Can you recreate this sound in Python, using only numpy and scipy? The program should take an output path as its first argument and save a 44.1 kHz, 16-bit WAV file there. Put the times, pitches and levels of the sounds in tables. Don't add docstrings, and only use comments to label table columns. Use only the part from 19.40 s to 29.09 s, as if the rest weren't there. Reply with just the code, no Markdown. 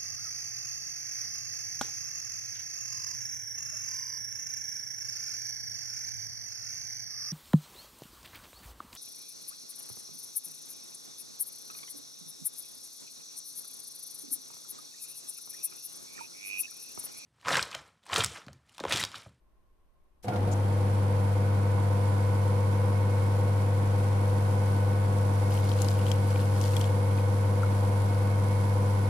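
import sys
import numpy as np
from scipy import signal
from scipy.fft import rfft, irfft, next_fast_len
from scipy.io import wavfile

SR = 44100
rng = np.random.default_rng(int(sys.argv[2]) if len(sys.argv) > 2 else 0)


def magnitude_from_level(level_db):
    exponent = np.asarray(level_db, float) / 20
    return 10 ** exponent


def generate_wav(sig):
    pcm = np.round(np.clip(np.atleast_2d(sig).T, -1, 1) * 32767).astype(np.int16)
    wavfile.write(sys.argv[1], SR, pcm)


N = 427329
T = np.arange(N) / SR
SIZE = next_fast_len(N)
HZ = np.fft.rfftfreq(SIZE, 1 / SR)


def read(points, hz):
    f, *columns = np.transpose(points)
    return [np.interp(np.log(hz + 1), np.log(f + 1), c) for c in columns]


def add(mix, s, sound):
    part = mix[:, round(s * SR):][:, :sound.shape[1]]
    part += sound[:, :part.shape[1]]


def drift(t, top_hz):
    hz = np.geomspace(.1, top_hz, 12)[:, None]
    x = (np.sin(2 * np.pi * (hz * t + rng.random((12, 1)))) / hz ** 0.03).sum(0)
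    return x / x.std()


def peak_shape(hz, width_hz):
    return 1 / (1 + (2 * (HZ - hz) / width_hz) ** 2)


def noise(left_db, right_db, same, source=None):
    a, b = rfft(rng.standard_normal((2, N)) if source is None else source, SIZE)
    same = np.clip(same, -1, 1)
    z = np.array([a, same * a + np.sqrt(1 - same ** 2) * b]) * magnitude_from_level([left_db, right_db])
    return irfft(z, SIZE)[:, :N] * np.sqrt(SR / 2)


# frequency in Hz, relative density in dB per Hz.
AIR = [(20, 0), (52, -2), (110, -20), (200, -22), (700, -26), (1400, -33), (5000, -46), (14500, -46)]
# frequency in Hz, left-right likeness of the room tone (0..1).
AIR_SAME = [(60, 0.37), (300, 0.35), (1200, 0.054), (3000, 0.12)]
AIR_DB = -65.5
# centre in Hz, width in Hz, approximate level in dB.
DRONE = [(345, 60, -83), (610, 50, -89), (1060, 90, -81)]


def kitchen():
    air = noise(*read(AIR, HZ) * 2, *read(AIR_SAME, HZ))
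    air *= magnitude_from_level(AIR_DB) / air.mean(0).std()
    power_per_hz = sum(magnitude_from_level(db) ** 2 / width * peak_shape(hz, width) ** 2 for hz, width, db in DRONE)
    drone_db = 10 * np.log10(power_per_hz)
    return air + noise(drone_db, drone_db, 0.66)


# start in seconds, length in seconds, approximate level in dB, centre in Hz, width in Hz.
SPITS = [(0.823, 0.043, -53, 7000, 9000), (1.11, 0.035, -45, 6900, 1200)]


def spits():
    out = np.zeros((2, N))
    for s, length_s, db, hz, width in SPITS:
        shape_db = db - 10 * np.log10(width) + 10 * np.log10(peak_shape(hz, width))
        count = round(length_s * SR)
        add(out, s, noise(shape_db, shape_db - 2, 0)[:, :count] * signal.windows.tukey(count, .6))
    return out


SWITCH_S, PRESSURE_S = .83, 0.31


def since():
    return np.maximum(T - SWITCH_S, 0)


def start(rise_s, slack_db):
    return (1 - np.exp(-since() / rise_s)) ** 2 * magnitude_from_level(slack_db * np.exp(-since() / PRESSURE_S))


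FREE_TURNS_PER_S, LOADED_TURNS_PER_S = 24.9, 23.6342
CREEP_TURNS_PER_S2 = .0018
SPIN_UP_S, BRAKE_S = .03, .11


def speed():
    slip = (FREE_TURNS_PER_S - LOADED_TURNS_PER_S) * np.exp(-since() / BRAKE_S)
    braked = LOADED_TURNS_PER_S + CREEP_TURNS_PER_S2 * since() + slip
    return braked * (1 - np.exp(-since() / SPIN_UP_S))


BUZZ_HZ = 99.975
THROB = range(20, 23)
KNOCK_ANGLE_RAD, KNOCK_HZ = 3.32, (202, 530)


def tones(rows, buzz, shaft, waver_db, in_step=False):
    out, slow, last = np.zeros((2, len(buzz))), np.linspace(0, N / SR, 200), None
    for m, n, left_db, right_db, lead in rows:
        chance = 2 * np.pi * rng.random()
        begin = begin if in_step and last == (m, n - 1) else chance
        if n == 0 and in_step:
            stroke = 0 if m == 1 else (np.pi if m % 2 else -np.pi / 2)
            begin = stroke - lead / 2
        if m == 0 and in_step and n in THROB:
            begin = -.55 * abs(n - THROB[1])
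        elif n != 0 and in_step and KNOCK_HZ[0] < m * BUZZ_HZ + n * LOADED_TURNS_PER_S < KNOCK_HZ[1]:
            begin = KNOCK_ANGLE_RAD * n - m + .3 * (chance - np.pi)
        if not (m == 0 and n in THROB[1:]):
            waver = np.interp(np.linspace(0, 199, len(buzz)), range(200), magnitude_from_level(waver_db * drift(slow, 3)))
        turn, last = m * buzz + n * shaft + begin, (m, n)
        rms = magnitude_from_level([[left_db], [right_db]])
        out += np.sqrt(2) * rms * waver * np.cos([turn + lead, turn])
    return out


# frequency in Hz, base level in dB before the offsets and random spread.
FAINT = [(50, -68), (160, -65), (320, -66), (450, -72), (800, -63.5), (1400, -77.5), (2200, -77),
         (3200, -82)]


def faint_rows():
    typed = {(0, r[0]) for r in SHAFT} | {(r[0], r[1]) for r in [*BEATS, *WEAVE]}
    pairs = [(0, n) for n in range(2, 110)]
    pairs += [(m, n) for m in range(1, 18) for n in (-4, -2, 2, 4, 18)]
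    m, n = np.transpose([p for p in pairs if p not in typed and p != (1, -4)])
    hz = m * BUZZ_HZ + n * LOADED_TURNS_PER_S
    spread = rng.uniform(-np.sqrt(3), np.sqrt(3), (len(m), 4)).T
    vane_db = 3 * (n % 4 == 0) * (m == 0)
    apart = np.minimum(hz / 600, 2)
    common_db = read(FAINT, hz)[0] + vane_db - 2.5 * (m > 0) + 2 * spread[0]
    ports_db = common_db + 1.5 * apart * spread[1:3]
    return np.transpose([m, n, *ports_db, apart ** 2 * spread[3]])


# multiple of the buzz, left rms in dB, right rms in dB, left lead in rad.
BUZZ = [(1, -24, -25.5, -0.1), (2, -40, -41, -0.1), (3, -48, -52, -0.0), (4, -57, -54, 0.0),
        (5, -43, -49, 0.8), (6, -51, -46, 2.2), (7, -51, -56, 1.0), (8, -51, -70, 0.4), (9, -62, -49, -1.6),
        (10, -66, -45, -1.1), (11, -55, -59, 0.6), (13, -72, -59, 2.4), (15, -55, -61, 1.2)]
# multiple of the shaft speed, left rms in dB, right rms in dB, left lead in rad.
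SHAFT = [(4,-55,-62,.4),(5,-50,-52,-.1),(6,-44,-44,0),(8,-50,-50,.2),(9,-56,-56,0),(12,-49,-54,-.8),(14,-55,-56,.3),(18,-57,-56,.1),(20,-44,-44,-.4),(21,-48,-46,0),(22,-46,-44,0),(24,-58,-51,2.4),(25,-59,-61,.8),(26,-51,-58,.7),(33,-63,-54,-.8),(34,-75,-55,-2.8),(39,-57,-54,-.4),(45,-60,-55,3.1),(46,-60,-53,1.7)]
# buzz multiple, shaft multiple, left rms in dB, right rms in dB, left lead in rad.
BEATS = [(1, 1, -54, -62, -0.5), (3, -4, -56, -55, 0.0), (2, 2, -58, -59, -0.1), (-1, 18, -56, -55, 0.1),
         (1, 11, -57, -55, 0.0), (-1, 20, -57, -56, -0.0), (1, 26, -62, -55, 1.1), (7, 2, -57, -62, 1.9),
         (5, 2, -63, -59, 1.0), (3, 26, -52, -48, 0.9), (14, 2, -61, -80, 0), (15, -2, -59, -74, -0.9)]
# buzz multiple, shaft multiple, rms in dB.
WEAVE = [(0, 2, -58), (-1, 10, -57), (1, 2, -60), (-1, 14, -62), (1, 6, -63), (0, 11, -59), (2, 3, -64),
         (3, -1, -60), (1, 8, -61), (-2, 22, -61), (0, 15, -59), (3, 8, -62), (1, 18, -59), (0, 13, -60),
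         (4, 4, -59), (0, 132, -73)]
BUZZ_ANGLE_RAD, SHAFT_ANGLE_RAD = -3, -1.262
BUZZ_RISE_S, TURN_RISE_S = 0.027, 0.042
SLACK_BUZZ_DB, SLACK_OVERTONE_DB, SLACK_SHAFT_DB = -4, -4.5, -7
HIGH_OVERTONE_S = 0.84
START_WINDING_S, START_WINDING_DB = 0.944, -10


def motor(shaft):
    t, shaft = T[::4], shaft[::4] + SHAFT_ANGLE_RAD
    buzz = 2 * np.pi * BUZZ_HZ * t + BUZZ_ANGLE_RAD
    rows = [(m, 0, *r) for m, *r in BUZZ]

    starting = magnitude_from_level(START_WINDING_DB * np.clip((START_WINDING_S - t) / 0.042 + 1, 0, 1))
    hum = tones(rows[:1], buzz, shaft, waver_db=0.0, in_step=True) * starting
    hum *= start(BUZZ_RISE_S, SLACK_BUZZ_DB)[::4]

    overtones = tones(rows[1:6], buzz, shaft, waver_db=0.86, in_step=True)
    overtones *= start(BUZZ_RISE_S, SLACK_OVERTONE_DB)[::4]

    high_overtones = tones(rows[6:], buzz, shaft, waver_db=1.8, in_step=True)
    high_overtones *= 1 - np.exp(-(since()[::4] / HIGH_OVERTONE_S) ** 2)

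    turning_rows = [(0, *r) for r in SHAFT] + list(BEATS) + [(*r, r[2], 0) for r in WEAVE]
    turning = tones(turning_rows, buzz, shaft, waver_db=0.9, in_step=True)
    turning += tones(faint_rows(), buzz, shaft, waver_db=2.5)
    turning *= start(TURN_RISE_S, SLACK_SHAFT_DB)[::4]
    return signal.resample_poly(hum + overtones + high_overtones + turning, 4, 1, axis=1)[:, :N]


RATTLE_SHARE = .45
# buzz multiple, relative level in dB.
RATTLE = [(-1, -4), (1, 0), (2, 0), (3, -2), (4, -5)]


def rattle(shaft):
    top, out = 300, np.zeros((2, N))
    for m, db in RATTLE:
        lines = np.zeros((2, 4096), complex)
        lines[:, :top] = rng.standard_normal((2, top, 2)) @ [1, 1j]
        place = (shaft / (2 * np.pi) % 1 * 4096).astype(int)
        turn = np.fft.ifft(lines)[:, place]
        out += magnitude_from_level(db) * (turn * np.exp(2j * np.pi * m * BUZZ_HZ * T)).real
    out *= np.sqrt(top * LOADED_TURNS_PER_S / (SR / 2)) / out.std()
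    return np.sqrt(RATTLE_SHARE) * out + np.sqrt(1 - RATTLE_SHARE) * rng.standard_normal((2, N))


WHINE_HZ, WHINE_WIDTH_HZ, WHINE_DB_PER_HZ = 2186, 59, -77


def whine():
    shape_db = WHINE_DB_PER_HZ + 20 * np.log10(peak_shape(WHINE_HZ, WHINE_WIDTH_HZ))
    fits_db = 1.5 * drift(T[::64], 25).repeat(64)[:N] - 12 * np.exp(-(since() / 1.1) ** 2)
    return noise(shape_db - 1.5, shape_db + 5.5, 0) * magnitude_from_level(fits_db)


# frequency in Hz, density in dB per Hz before the fade.
FILLING = [(60, -78), (130, -59), (300, -59), (520, -63.5), (900, -62), (1600, -100), (4000, -110)]
FILLING_T60_S = 3.05


def filling():
    return noise(*read(FILLING, HZ) * 2, read(RUSH, HZ)[2]) * magnitude_from_level(-60 * since() / FILLING_T60_S)


# frequency in Hz, left density in dB per Hz, right minus left in dB, left-right likeness (-1..1).
RUSH = [(25, -80, 0, .8), (60, -72, 0, .9), (120, -66, -1, .98), (170, -73, 0, .97), (320, -79, 0, .92),
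        (430, -82, 1, .8), (700, -79, 3, .4), (1000, -79.5, 2, 0), (1300, -79, -2, -.1), (1800, -85, 2, 0),
        (2600, -88, 1, 0), (4000, -92, -3, 0), (7000, -105, -3, 0)]
# frequency in Hz, left density in dB per Hz, right minus left in dB.
HISS = [(1500, -100, 10), (2930, -99, 8.5), (4560, -87.5, -6), (5370, -93, 1), (5850, -87, -11),
        (6700, -94.5, -22), (6970, -88, 8), (8000, -91.5, -4), (9000, -91, 0), (10600, -89.5, -2),
        (11420, -93, 0), (11950, -102, -20), (12200, -93, -9), (14200, -96.5, -11)]
# centre in Hz, width in Hz, left boost in dB, right boost in dB.
HOUSING = [(49.3, 11, 9, 5.5), (505, 70, 8, 8), (818, 42, 10, 5), (1085, 164, 4, 6.5), (1490, 130, 4.5, 6),
           (2110, 90, -20, 3), (3256, 200, -10, 4)]
FLOW_RISE_S = 0.04
SLACK_RUSH_DB, SLACK_HISS_DB = 1.5, -4.5
HISS_DB_PER_S = 0.28


def rush(shaft):
    ring = 1 + sum((magnitude_from_level([[l], [r]]) ** 2 - 1) * peak_shape(f, w) for f, w, l, r in HOUSING)
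    ring_left_db, ring_right_db = 10 * np.log10(np.maximum(ring, .01))
    left_db, right_less_left_db, same = read(RUSH, HZ)
    low = noise(left_db + ring_left_db, left_db + right_less_left_db + ring_right_db, same, rattle(shaft))
    left_db, right_less_left_db = read(HISS, HZ)
    hiss = noise(left_db + ring_left_db, left_db + right_less_left_db + ring_right_db, 0)

    pulse = 1 + sum(0.069 * np.cos(k * shaft + 2 * np.pi * rng.random()) for k in range(1, 8))
    flutter_db = 0.8 * drift(T[::64], 40).repeat(64)[:N]
    hiss *= pulse * magnitude_from_level(HISS_DB_PER_S * (since() - 2.5) + flutter_db)
    return ((low + whine()) * start(FLOW_RISE_S, SLACK_RUSH_DB) + filling() * start(TURN_RISE_S, 0)
            + hiss * start(FLOW_RISE_S, SLACK_HISS_DB))


# start in seconds, level in dB, favoured mode frequency in Hz, crack relative to that level in dB.
BLOWS = [(.842, -34.5, 514, -12), (.872, -26, 113, -30), (.881, -27.5, 760, -7), (.924, -38, 1400, -20),
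         (.933, -33, 500, -8), (.958, -28, 496, -9.5), (1.074, -28, 487, -15)]
# frequency in Hz, relative level in dB, t60 in seconds.
FRAME = [(112, 0.5, .4), (287, -5, .2), (494, -1, 0.36), (727, 4, 0.15), (1403, 0, 0.19), (2250, 9, 0.067),
         (4670, -8, .05)]
FAVOUR_DB_PER_OCTAVE, FARTHEST_DB = -20, -37
CRACK_T60_S, CRACK_HZ = 0.098, 900


def blows():
    out, t = np.zeros((2, N)), T[:8000]
    for s, db, near_hz, crack_db in BLOWS:
        ring = np.zeros((2, len(t)))
        for f, mode_db, t60_s in FRAME:
            favour_db = max(FAVOUR_DB_PER_OCTAVE * abs(np.log2(f / near_hz)), FARTHEST_DB)
            phase = [[0], [rng.normal(0, 0.53) * f / 1000]]
            envelope = magnitude_from_level(mode_db + favour_db - 60 * t / t60_s) * np.minimum(t * f / 1.8, 1)
            ring += envelope * np.sin(2 * np.pi * f * t + phase)
        crack = signal.lfilter(*signal.butter(1, CRACK_HZ, fs=SR), rng.standard_normal((2, len(t))))
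        crack *= magnitude_from_level(crack_db - 60 * t / CRACK_T60_S) / crack.std()
        add(out, s, magnitude_from_level(db) * (ring + crack) * np.minimum(t / 0.0015, 1))
    return out


RING_CYCLES = 38.4


def drop(hz, pan_db, splash_db):
    t, t60_s = T[:1500], RING_CYCLES / hz
    note = np.sin(2 * np.pi * hz * t * (1 + 5 * t) + [[0], [rng.uniform(-1.3, 1.3)]])
    band = signal.butter(2, [0.6 * hz, min(1.55 * hz, 14300)], "bandpass", fs=SR)
    tick = signal.lfilter(*band, rng.standard_normal((2, len(t))))
    tick *= magnitude_from_level(splash_db - 60 * t / 0.015 - [[0], [6]]) / tick.std()
    attack = np.sin(np.pi / 2 * np.minimum(t * hz / 4, 1)) ** 2
    return (note * magnitude_from_level(-60 * t / t60_s) + tick) * attack * magnitude_from_level([[pan_db / 2], [-pan_db / 2]])


# start in seconds, level in dB, pitch in Hz.
DROPS = [(6.1394, -47, 4500), (6.1415, -36, 11100), (6.1744, -33.5, 3040), (6.2407, -41, 4700),
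         (6.2915, -33, 4460), (6.316, -30.5, 3120), (6.3878, -39, 4400), (6.4186, -25, 6900),
         (6.419, -30, 10600), (6.446, -33, 6000), (6.485, -26, 4800), (6.514, -34, 4800),
         (6.591, -33.5, 2760), (6.665, -30.5, 3000), (6.6814, -37, 3280), (6.715, -24, 3120),
         (6.716, -30, 6800), (6.9061, -41, 4920), (6.9581, -33, 2300), (6.9995, -35, 4560),
         (7.163, -40, 4900), (7.2135, -29, 6200), (7.2389, -31, 4700), (7.2525, -37, 4800),
         (7.2575, -35, 4400), (7.28, -36, 5500), (7.3337, -36, 2540), (7.366, -23.5, 3240),
         (7.366, -31, 9500), (7.4123, -27, 3160), (7.4123, -33, 6000), (7.441, -33, 3120),
         (7.7847, -33, 2400), (8.232, -22.5, 1310)]
CUP_HZ = 3120
PAN_DB, PAN_DB_PER_OCTAVE, SPLASH_DB, DEEP_DB_PER_OCTAVE = 8.5, 3, -5.5, 8
SPRAY_DB = -52
SPRAY_PER_S, SPRAY_S = 900, .032
SPRAY_REF_DB, SPRAY_FOLLOWS_DB_PER_DB = -28, 0.19


def coffee():
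    out, per_s = np.zeros((2, N)), np.zeros(N)
    for s, db, hz in DROPS:
        octave = np.log2(hz / CUP_HZ)
        deep_db = DEEP_DB_PER_OCTAVE * min(octave, 0)
        pan_db = PAN_DB + PAN_DB_PER_OCTAVE * max(octave, 0)
        add(out, s, magnitude_from_level(db) * drop(hz, pan_db, SPLASH_DB + deep_db))
        spray_db = deep_db + SPRAY_FOLLOWS_DB_PER_DB * (db - SPRAY_REF_DB)
        per_s += SPRAY_PER_S * magnitude_from_level(spray_db) * np.exp(-((T - s) / SPRAY_S) ** 2)

    few_large_db = 4 * np.minimum(rng.exponential(1, N), 3)
    size = magnitude_from_level(SPRAY_DB + few_large_db) * (rng.random(N) < per_s / SR)
    kind = rng.integers(0, 16, N)
    for k, hz in enumerate(np.geomspace(2800, 13500, 16)):
        out += signal.oaconvolve((size * (kind == k))[None], drop(hz, 2, -4), axes=1)[:, :N]

    tail = rng.standard_normal((2, 4000)) * magnitude_from_level(-35 - 60 * T[:4000] / .08)
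    return out + signal.oaconvolve(out, tail, axes=1)[:, :N]


def scene():
    shaft = 2 * np.pi * np.cumsum(speed()) / SR
    return kitchen() + spits() + motor(shaft) + rush(shaft) + blows() + coffee()


def band_limit(x):
    return signal.sosfilt(signal.butter(12, 15590, fs=SR, output="sos"), x)


def record(dry):
    notch_hz, notch_width_hz, notch_db, edge_hz = 7230, 1000, -28, 14350
    right_db = notch_db * np.exp(-(2 * (HZ - notch_hz) / notch_width_hz) ** 2)
    ports = magnitude_from_level([0 * HZ, right_db]) / (1 + (HZ / edge_hz) ** 200)
    mix = irfft(rfft(dry, SIZE) * ports, SIZE)[:, :N]
    return band_limit(mix)


dry = scene()
out = record(dry)
generate_wav(out)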